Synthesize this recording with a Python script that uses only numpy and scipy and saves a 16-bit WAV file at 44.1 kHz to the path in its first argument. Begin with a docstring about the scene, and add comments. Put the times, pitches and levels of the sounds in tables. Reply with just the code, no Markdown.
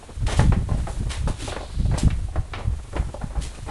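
"""Inside a collapsed tent, wind hisses and two faint knocks sound. Then a gust buffets the microphone,
loose sheeting swishes and slaps, and boxes and boards knock under it. In a lull near 1.5 s, cloth
rubs over a box and scrapes over an edge, and a thin hiss comes up. Near 2 s, metal clinks and a
strong gust hits; then stiff creases snap twice. Weaker gusts, swishes and knocks go on to the end.
All along, the clutter gives the sheeting and debris a short, dry echo."""
import sys
import numpy as np
from scipy import signal
from scipy.fft import rfft, irfft
from scipy.io import wavfile

SR = 44100
rng = np.random.default_rng(int(sys.argv[2]) if len(sys.argv) > 2 else 0)


def unload_audio(sound):
    """Save the sound as a 16-bit wav file, at the path given as the first command line argument."""
    columns = np.transpose(np.atleast_2d(sound))
    # keep every value between -1 and 1, then stretch to whole-number steps
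    steps = np.round(np.clip(columns, -1, 1) * 32767)
    wavfile.write(sys.argv[1], SR, steps.astype(np.int16))


N = 163170

# Levels are relative. A fade time (t60) is how long a sound takes to drop by 60 dB.
# tone of the wind hissing outside (frequency [Hz], level [dB])
HISS_TONE = [(30, 15.5), (200, 6.5), (900, -0.5), (2500, -7.5), (4000, -8.5), (5000, -11), (9500, -8.5),
             (12500, -11)]
# swell of that hiss (time [s], level [dB])
HISS_SWELL = [(0, -44), (.6, -44), (.8, -39), (1.3, -43), (2.1, -42.5), (2.48, -46.5), (3.12, -42.5),
              (3.36, -45.5), (3.7, -40.5)]
# swell of a thin, narrow hiss (time [s], level [dB])
THIN_SWELL = [(1.3, -70), (1.5, -48), (1.88, -51), (2.25, -71)]
# cloth dragging over a box (time [s], level [dB])
RUB_SWELL = [(1.35, -76), (1.38, -43), (1.455, -38), (1.49, -78)]
# weave dragging over an edge (time [s], level [dB])
SCRAPE_SWELL = [(1.36, -64), (1.405, -44), (1.475, -60), (1.495, -38.5), (1.53, -42.5), (1.59, -67)]
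# ring of the metal (frequency [Hz], level [dB], fade time [s])
CLINK_RING = [(4540, 6, 0.14), (5087, 0, 0.17), (7500, 2, 0.29), (8328, 9, 0.11), (9400, 1, .13)]
# creases snapping (time [s], level [dB], fade time [s])
CREASE_SNAPS = [(2.102, -31.5, 0.11), (2.534, -29, 0.23)]
# tone of a snap (frequency [Hz], level [dB])
SNAP_TONE = [(200, -2.5), (2300, -0.5), (3800, -7.5), (5000, -15), (10000, -42)]
# ring of a snap (frequency [Hz], level [dB], fade time [s])
SNAP_RING = [(1350, -1.5, 0.028), (2324, 2, 0.033), (3790, -3.5, 0.048)]
# sheeting sliding (time [s], rise [s], hold [s], level [dB], treble tilt [dB per octave])
SHEET_SWISHES = [(0.263, 0.0046, 0.066, -32, 0), (0.318, .005, .004, -33, 1),
                 (0.355, 0.018, 0.033, -32.5, 3), (0.858, 0.03, 0.044, -41, 7.5),
                 (1.09, 0.022, 0.0097, -29, 0.5), (1.274, 0.0047, 0.018, -36.5, 3.5),
                 (1.368, 0.041, 0.088, -35.5, 2.5), (1.511, .02, 0.11, -47.5, -3),
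                 (1.9, 0.09, 0.037, -40, -1), (2.555, 0.0051, 0.052, -37.5, -7),
                 (2.961, .008, .012, -45, 6), (3.395, 0.036, 0.016, -34, 4), (3.543, 0.0069, .004, -43, 1),
                 (3.677, 0.0045, 0.025, -34, -8.5)]
# tone of the sliding sheeting (frequency [Hz], level [dB])
SHEET_TONE = [(100, -15), (400, 8), (800, 2.5), (2200, 2.5), (3800, 1.5), (4800, -3.5), (10000, -6.5),
              (12500, -12.5)]
# sheeting slaps and debris knocks (time [s], level [dB], dull above [Hz], fade time [s], pitch [Hz])
BLOWS = [(.026, -38, 870, .08, 698), (.091, -37.5, 1030, .06, 428), (.279, -28.5, 1760, 0.4, 870),
         (.321, -24, 1470, 0.1, 620), (.392, -15, 2170, 0.052, 851), (.408, -24.5, 2300, 0.088, 528),
         (.52, -23, 2280, .13, 766), (.688, -28.5, 1180, 0.055, 1038), (.711, -32.5, 1830, 0.18, 744),
         (.748, -32.5, 800, 0.064, 547), (.868, -28.5, 1640, 0.18, 663), (1.273, -25.5, 1430, 0.14, 545),
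         (1.476, -27.5, 1160, 0.16, 833), (1.52, -27, 1920, .12, 737), (1.562, -25.5, 2090, 0.087, 532),
         (1.605, -30, 1100, 0.07, 767), (1.628, -32.5, 1030, 0.082, 720), (1.851, -35.5, 830, 0.11, 530),
         (1.912, -32, 1620, 0.28, 566), (1.939, -28.5, 2000, 0.11, 550), (1.975, -25, 1530, 0.062, 915),
         (2.284, -40, 990, 0.056, 744), (2.356, -25, 1630, 0.1, 754), (2.581, -36, 1210, 0.31, 680),
         (2.928, -35.5, 1530, 0.33, 564), (2.954, -25.5, 820, 0.08, 561), (2.963, -24.5, 2300, 0.12, 787),
         (3.141, -29, 1010, 0.091, 575), (3.213, -32, 1660, 0.16, 720), (3.303, -39.5, 1710, .26, 785),
         (3.351, -35.5, 1720, 0.31, 802), (3.685, -32, 1690, 0.15, 850)]
# tone of a knock (frequency [Hz], level [dB])
KNOCK_TONE = [(60, -5), (400, 2), (800, 0), (1300, -4.5), (4000, -7), (10000, -17.5)]
# pitches at which the clutter rings (frequency [Hz], width [Hz], level [dB])
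CLUTTER_RING = [(604, 84, -4.7), (823, 33, -0.95)]
# strength of the wind at the microphone (time [s], level [dB])
GUSTS = [(0, -57), (.14, -41), (.23, -17), (.33, -26), (.39, -17.5), (.51, -14), (.62, -19), (.69, -27.5),
         (.72, -19.5), (.81, -20), (.86, -26), (.94, -29), (1.0, -21), (1.09, -21), (1.15, -36), (1.2, -21),
         (1.3, -20.5), (1.38, -40.5), (1.43, -28), (1.72, -35.5), (1.79, -18.5), (1.95, -20), (2.0, -27),
         (2.06, -13), (2.12, -22), (2.24, -23.5), (2.33, -34.5), (2.39, -18), (2.48, -40), (2.53, -27),
         (2.63, -35.5), (2.68, -18), (2.85, -37), (2.92, -34.5), (3.0, -22), (3.08, -27.5), (3.13, -39),
         (3.28, -26.5), (3.34, -39), (3.39, -24.5), (3.47, -30.5), (3.55, -44), (3.64, -29.5), (3.7, -40)]
# tone of the rumbling air (frequency [Hz], level [dB])
RUMBLE_TONE = [(10, -21), (55, 5.5), (90, 2.5), (130, -4.5), (190, -13), (300, -24), (500, -38),
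               (1000, -65)]
# sharpness of the rumble, lower as the microphone turns out of the draught (time [s], level [dB])
SHARPNESS = [(2.1, -4), (2.35, -11.5), (3.7, 0)]
# single swirls of air that thump the microphone (time [s], peak level [dB], half width [s])
SWIRLS = [(0.394, -5.5, 0.0024), (.435, -16, 0.0025), (.459, -14, 0.002), (0.498, -6.5, 0.0018),
          (0.719, -11.5, 0.0032), (0.797, -15, 0.0022), (1.028, -21, 0.0018), (1.273, -18.5, 0.0016),
          (1.301, -14, 0.00097), (1.851, -9.5, 0.0029), (1.926, -13, 0.0024), (2.036, -8.5, 0.0012),
          (2.073, -7, 0.0015), (2.382, -11.5, 0.0035), (2.682, -15.5, 0.0023), (3, -13, 0.0022),
          (3.243, -15, 0.0016), (3.383, -14, 0.0043)]
# the microphone's loss of top treble (frequency [Hz], level [dB])
MIC_TONE = [(10000, -1.5), (10800, -6.5), (11400, -12), (12000, -21), (12500, -40)]


def amp(db):
    """Turns decibels into a number to multiply by."""
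    return 10 ** (np.asarray(db) / 20)


def unit(x):
    """Scales a signal to an average strength (rms) of 1."""
    return x / np.sqrt(np.mean(x ** 2) + 1e-20)


def swell(points):
    """Joins (time, level) points into a level for every sample."""
    return np.interp(np.arange(N) / SR, *np.transpose(points))


def tone(points, hz):
    """How much of each frequency a tone table lets through."""
    f, db = np.transpose(points)
    return amp(np.interp(np.log(hz + 1), np.log(f + 1), db))


def shape(x, gain):
    """Turns each frequency f up or down by gain(f), then scales to strength 1."""
    return unit(irfft(rfft(x) * gain(np.fft.rfftfreq(len(x), 1 / SR)), len(x)))


def noise(size, gain):
    """Random noise with a chosen tone."""
    return shape(rng.standard_normal(size), gain)


def wobble(size, hz):
    """Random movement, up to about hz times a second."""
    return noise(size, lambda f: 1 / (1 + (f / hz) ** 4))


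def band(hz, width_hz):
    """Noise gathered around one pitch."""
    return noise(N, lambda f: 1 / (1 + (2 * (f - hz) / width_hz) ** 2))


def steadied(x, span_s):
    """Evens out the slow chance swells of a noise."""
    window = signal.windows.hann(int(span_s * SR))
    power = signal.fftconvolve(x ** 2, window / window.sum(), "same")
    return x / np.sqrt(abs(power) + 1e-9)


def ticks(size, per_s=9000):
    """Dense tiny clicks of uneven strength."""
    strength = amp(np.minimum(rng.exponential(1, size), 4))
    return strength * rng.standard_normal(size) * (rng.random(size) < per_s / SR)


def ringing(notes, t):
    """Pure notes that die away together, each at its own speed."""
    return sum(amp(db - 60 * t / t60) * np.sin(2 * np.pi * (hz * t + rng.random()))
               for hz, db, t60 in notes)


def add(mix, start_s, sound):
    """Mixes a sound in at a given time."""
    part = mix[round(start_s * SR):][:len(sound)]
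    part += sound[:len(part)]


def hiss(stir_db=4, flutter_db=0.95):
    """Wind and far sheeting: smooth treble over an unsteady middle, and a thin hiss for a while."""
    wide = noise(N, lambda f: tone(HISS_TONE, f))
    low = signal.sosfiltfilt(signal.butter(2, 1500, fs=SR, output="sos"), wide)
    middle = low * amp(stir_db * wobble(N, hz=35.7))
    treble = (wide - low) * amp(flutter_db * wobble(N, hz=30.2))
    thin = band(hz=4000, width_hz=1800) * amp(swell(THIN_SWELL))
    return (middle + treble) * amp(swell(HISS_SWELL)) + thin


def tent_echo(x, t60=0.29, db=-9.5, bounces_per_s=2000):
    """Adds sound that bounces off the clutter and is soon soaked up by the cloth."""
    t = np.arange(SR // 3) / SR
    bounces = rng.standard_normal(len(t)) * (rng.random(len(t)) < bounces_per_s / SR)
    bounces *= (t > .005) * amp(-60 * t / t60)
    return x + amp(db) * signal.fftconvolve(x, bounces / np.linalg.norm(bounces))[:N]


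def rub():
    """Cloth drags over a box with a low rub."""
    return band(hz=302, width_hz=90) * amp(swell(RUB_SWELL))


def scrape(pitches_hz=(2510, 3110, 3850), grain_db=1.5):
    """Coarse weave drags over an edge: a rasp whose pitch wanders with its speed."""
    speed = 1 + .04 * wobble(N, hz=14)
    travel = np.cumsum(speed) / SR
    rasp = sum(wobble(N, hz=230) * np.sin(2 * np.pi * hz * travel) for hz in pitches_hz)
    return unit(rasp * amp(grain_db * wobble(N, hz=160))) * amp(swell(SCRAPE_SWELL))


def clink(click_t60=0.21, rise_s=0.0094):
    """Metal gives a bright click and rings briefly on a few high notes."""
    t = np.arange(SR // 3) / SR
    click = shape(ticks(len(t)), lambda f: f / (1 + (f / 6000) ** 2)) * amp(15 - 60 * t / click_t60)
    return amp(-40) * (ringing(CLINK_RING, t) + click) * np.minimum(t / rise_s, 1)


def snap(db, t60, rise_s=0.0014):
    """A stiff crease flips over with a bright, briefly ringing crack."""
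    t = np.arange(SR // 3) / SR
    crackle = shape(ticks(len(t)), lambda f: tone(SNAP_TONE, f)) * amp(-60 * t / t60)
    return amp(db) * np.minimum(t / rise_s, 1) * (crackle + ringing(SNAP_RING, t))


def swish(rise_s, hold_s, db, tilt_db, t60=0.45, drop_db=5, drop_s=0.025):
    """Creases tick densely as the sheeting slides over itself, then die away."""
    t = np.arange(SR // 2) / SR
    rustle = shape(ticks(len(t)),
                   lambda f: tone(SHEET_TONE, f) * amp(tilt_db * np.log2(np.maximum(f, 800) / 3000)))
    delay_s = 0.00099 * (1 + 0.15 * wobble(len(t), hz=11.3))  # a moving fold reflects the rustle
    rustle = unit(rustle + 0.29 * np.interp(t - delay_s, t, rustle))
    after = np.maximum(t - rise_s - hold_s, 0)
    fade_db = -60 * after / t60 - drop_db * (1 - np.exp(-after / drop_s))  # drops as sliding stops
    flutter_db = 0.98 * wobble(len(t), hz=67)
    return rustle * np.minimum(t / rise_s, 1) * amp(db + fade_db + flutter_db)


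def knock(db, dull_hz, t60, hollow_hz, rise_s=.003, hollow_t60=0.07, leak_db=-19.5):
    """A short padded blow into cardboard, wood and cloth, whose hollows ring on briefly."""
    t = np.arange(SR // 3) / SR
    blow = noise(len(t),
                 lambda f: tone(KNOCK_TONE, f) * (1 / np.sqrt(1 + (f / dull_hz) ** 9.3) + amp(leak_db)))
    fade_in, after = np.minimum(t / rise_s, 1), np.maximum(t - rise_s, 0)
    blow = steadied(blow, span_s=0.019) * fade_in * amp(-60 * after / t60)
    body = blow + sum(amp(ring_db) * signal.lfilter(*signal.iirpeak(hz, hz / width, fs=SR), blow)
                      for hz, width, ring_db in CLUTTER_RING)
    body *= np.std(blow) / np.std(body)  # the clutter changes the tone, not the strength
    hollow = np.sin(2 * np.pi * hollow_hz * t) * fade_in * amp(-3 - 60 * after / hollow_t60)
    return amp(db + 0.5) * (body + hollow)


def buffeting(lump_db=3.5, lump_hz=34, sway_hz=46.5, calm_db=-25):
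    """Churning air hits the microphone in lumps, with slow pressure swings and single sharp swirls."""
    wind_db = swell(GUSTS)
    gust_db = wind_db - calm_db
    air = steadied(noise(N, lambda f: tone(RUMBLE_TONE, f)), span_s=0.032)
    low = signal.sosfiltfilt(signal.butter(3, 130, fs=SR, output="sos"), air)
    high = (air - low) * amp(swell(SHARPNESS) + 0.69 * gust_db)  # stronger gusts sound brighter
    lumps = np.clip(noise(N, lambda f: f / (1 + (f / lump_hz) ** 5)), -2, 1.5)
    wind = (low + high) * amp(wind_db - 2 + lump_db * lumps)
    sway = steadied(noise(N, lambda f: f / (1 + (f / sway_hz) ** 5)), span_s=0.31)
    wind += sway * amp(-30.5 + 0.72 * gust_db)  # slow swings follow the gusts less
    for time_s, db, half_width_s in SWIRLS:
        offset = (np.arange(N) / SR - time_s) / half_width_s
        wind += amp(db) * (1 - offset ** 2) * np.exp(-offset ** 2 / 2)  # a push between two dips
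    return wind


def scene():
    """Sheeting and debris echo in the tent, with the wind around them."""
    tent = rub() + scrape()
    add(tent, start_s=1.975, sound=clink())
    for source, events in ((swish, SHEET_SWISHES), (knock, BLOWS), (snap, CREASE_SNAPS)):
        for start_s, *settings in events:
            add(tent, start_s, source(*settings))
    return (tent_echo(tent) + buffeting() + hiss())[None]


def record(dry, top_hz=12400):
    """The microphone dulls the top treble, and a filter cuts off what lies above top_hz."""
    dull = irfft(rfft(dry) * tone(MIC_TONE, np.fft.rfftfreq(N, 1 / SR)), N)
    treble_cut = signal.firwin(511, top_hz, window=("kaiser", 9), fs=SR)
    return signal.oaconvolve(dull, treble_cut[None], "same")


dry = scene()
out = record(dry)
unload_audio(out)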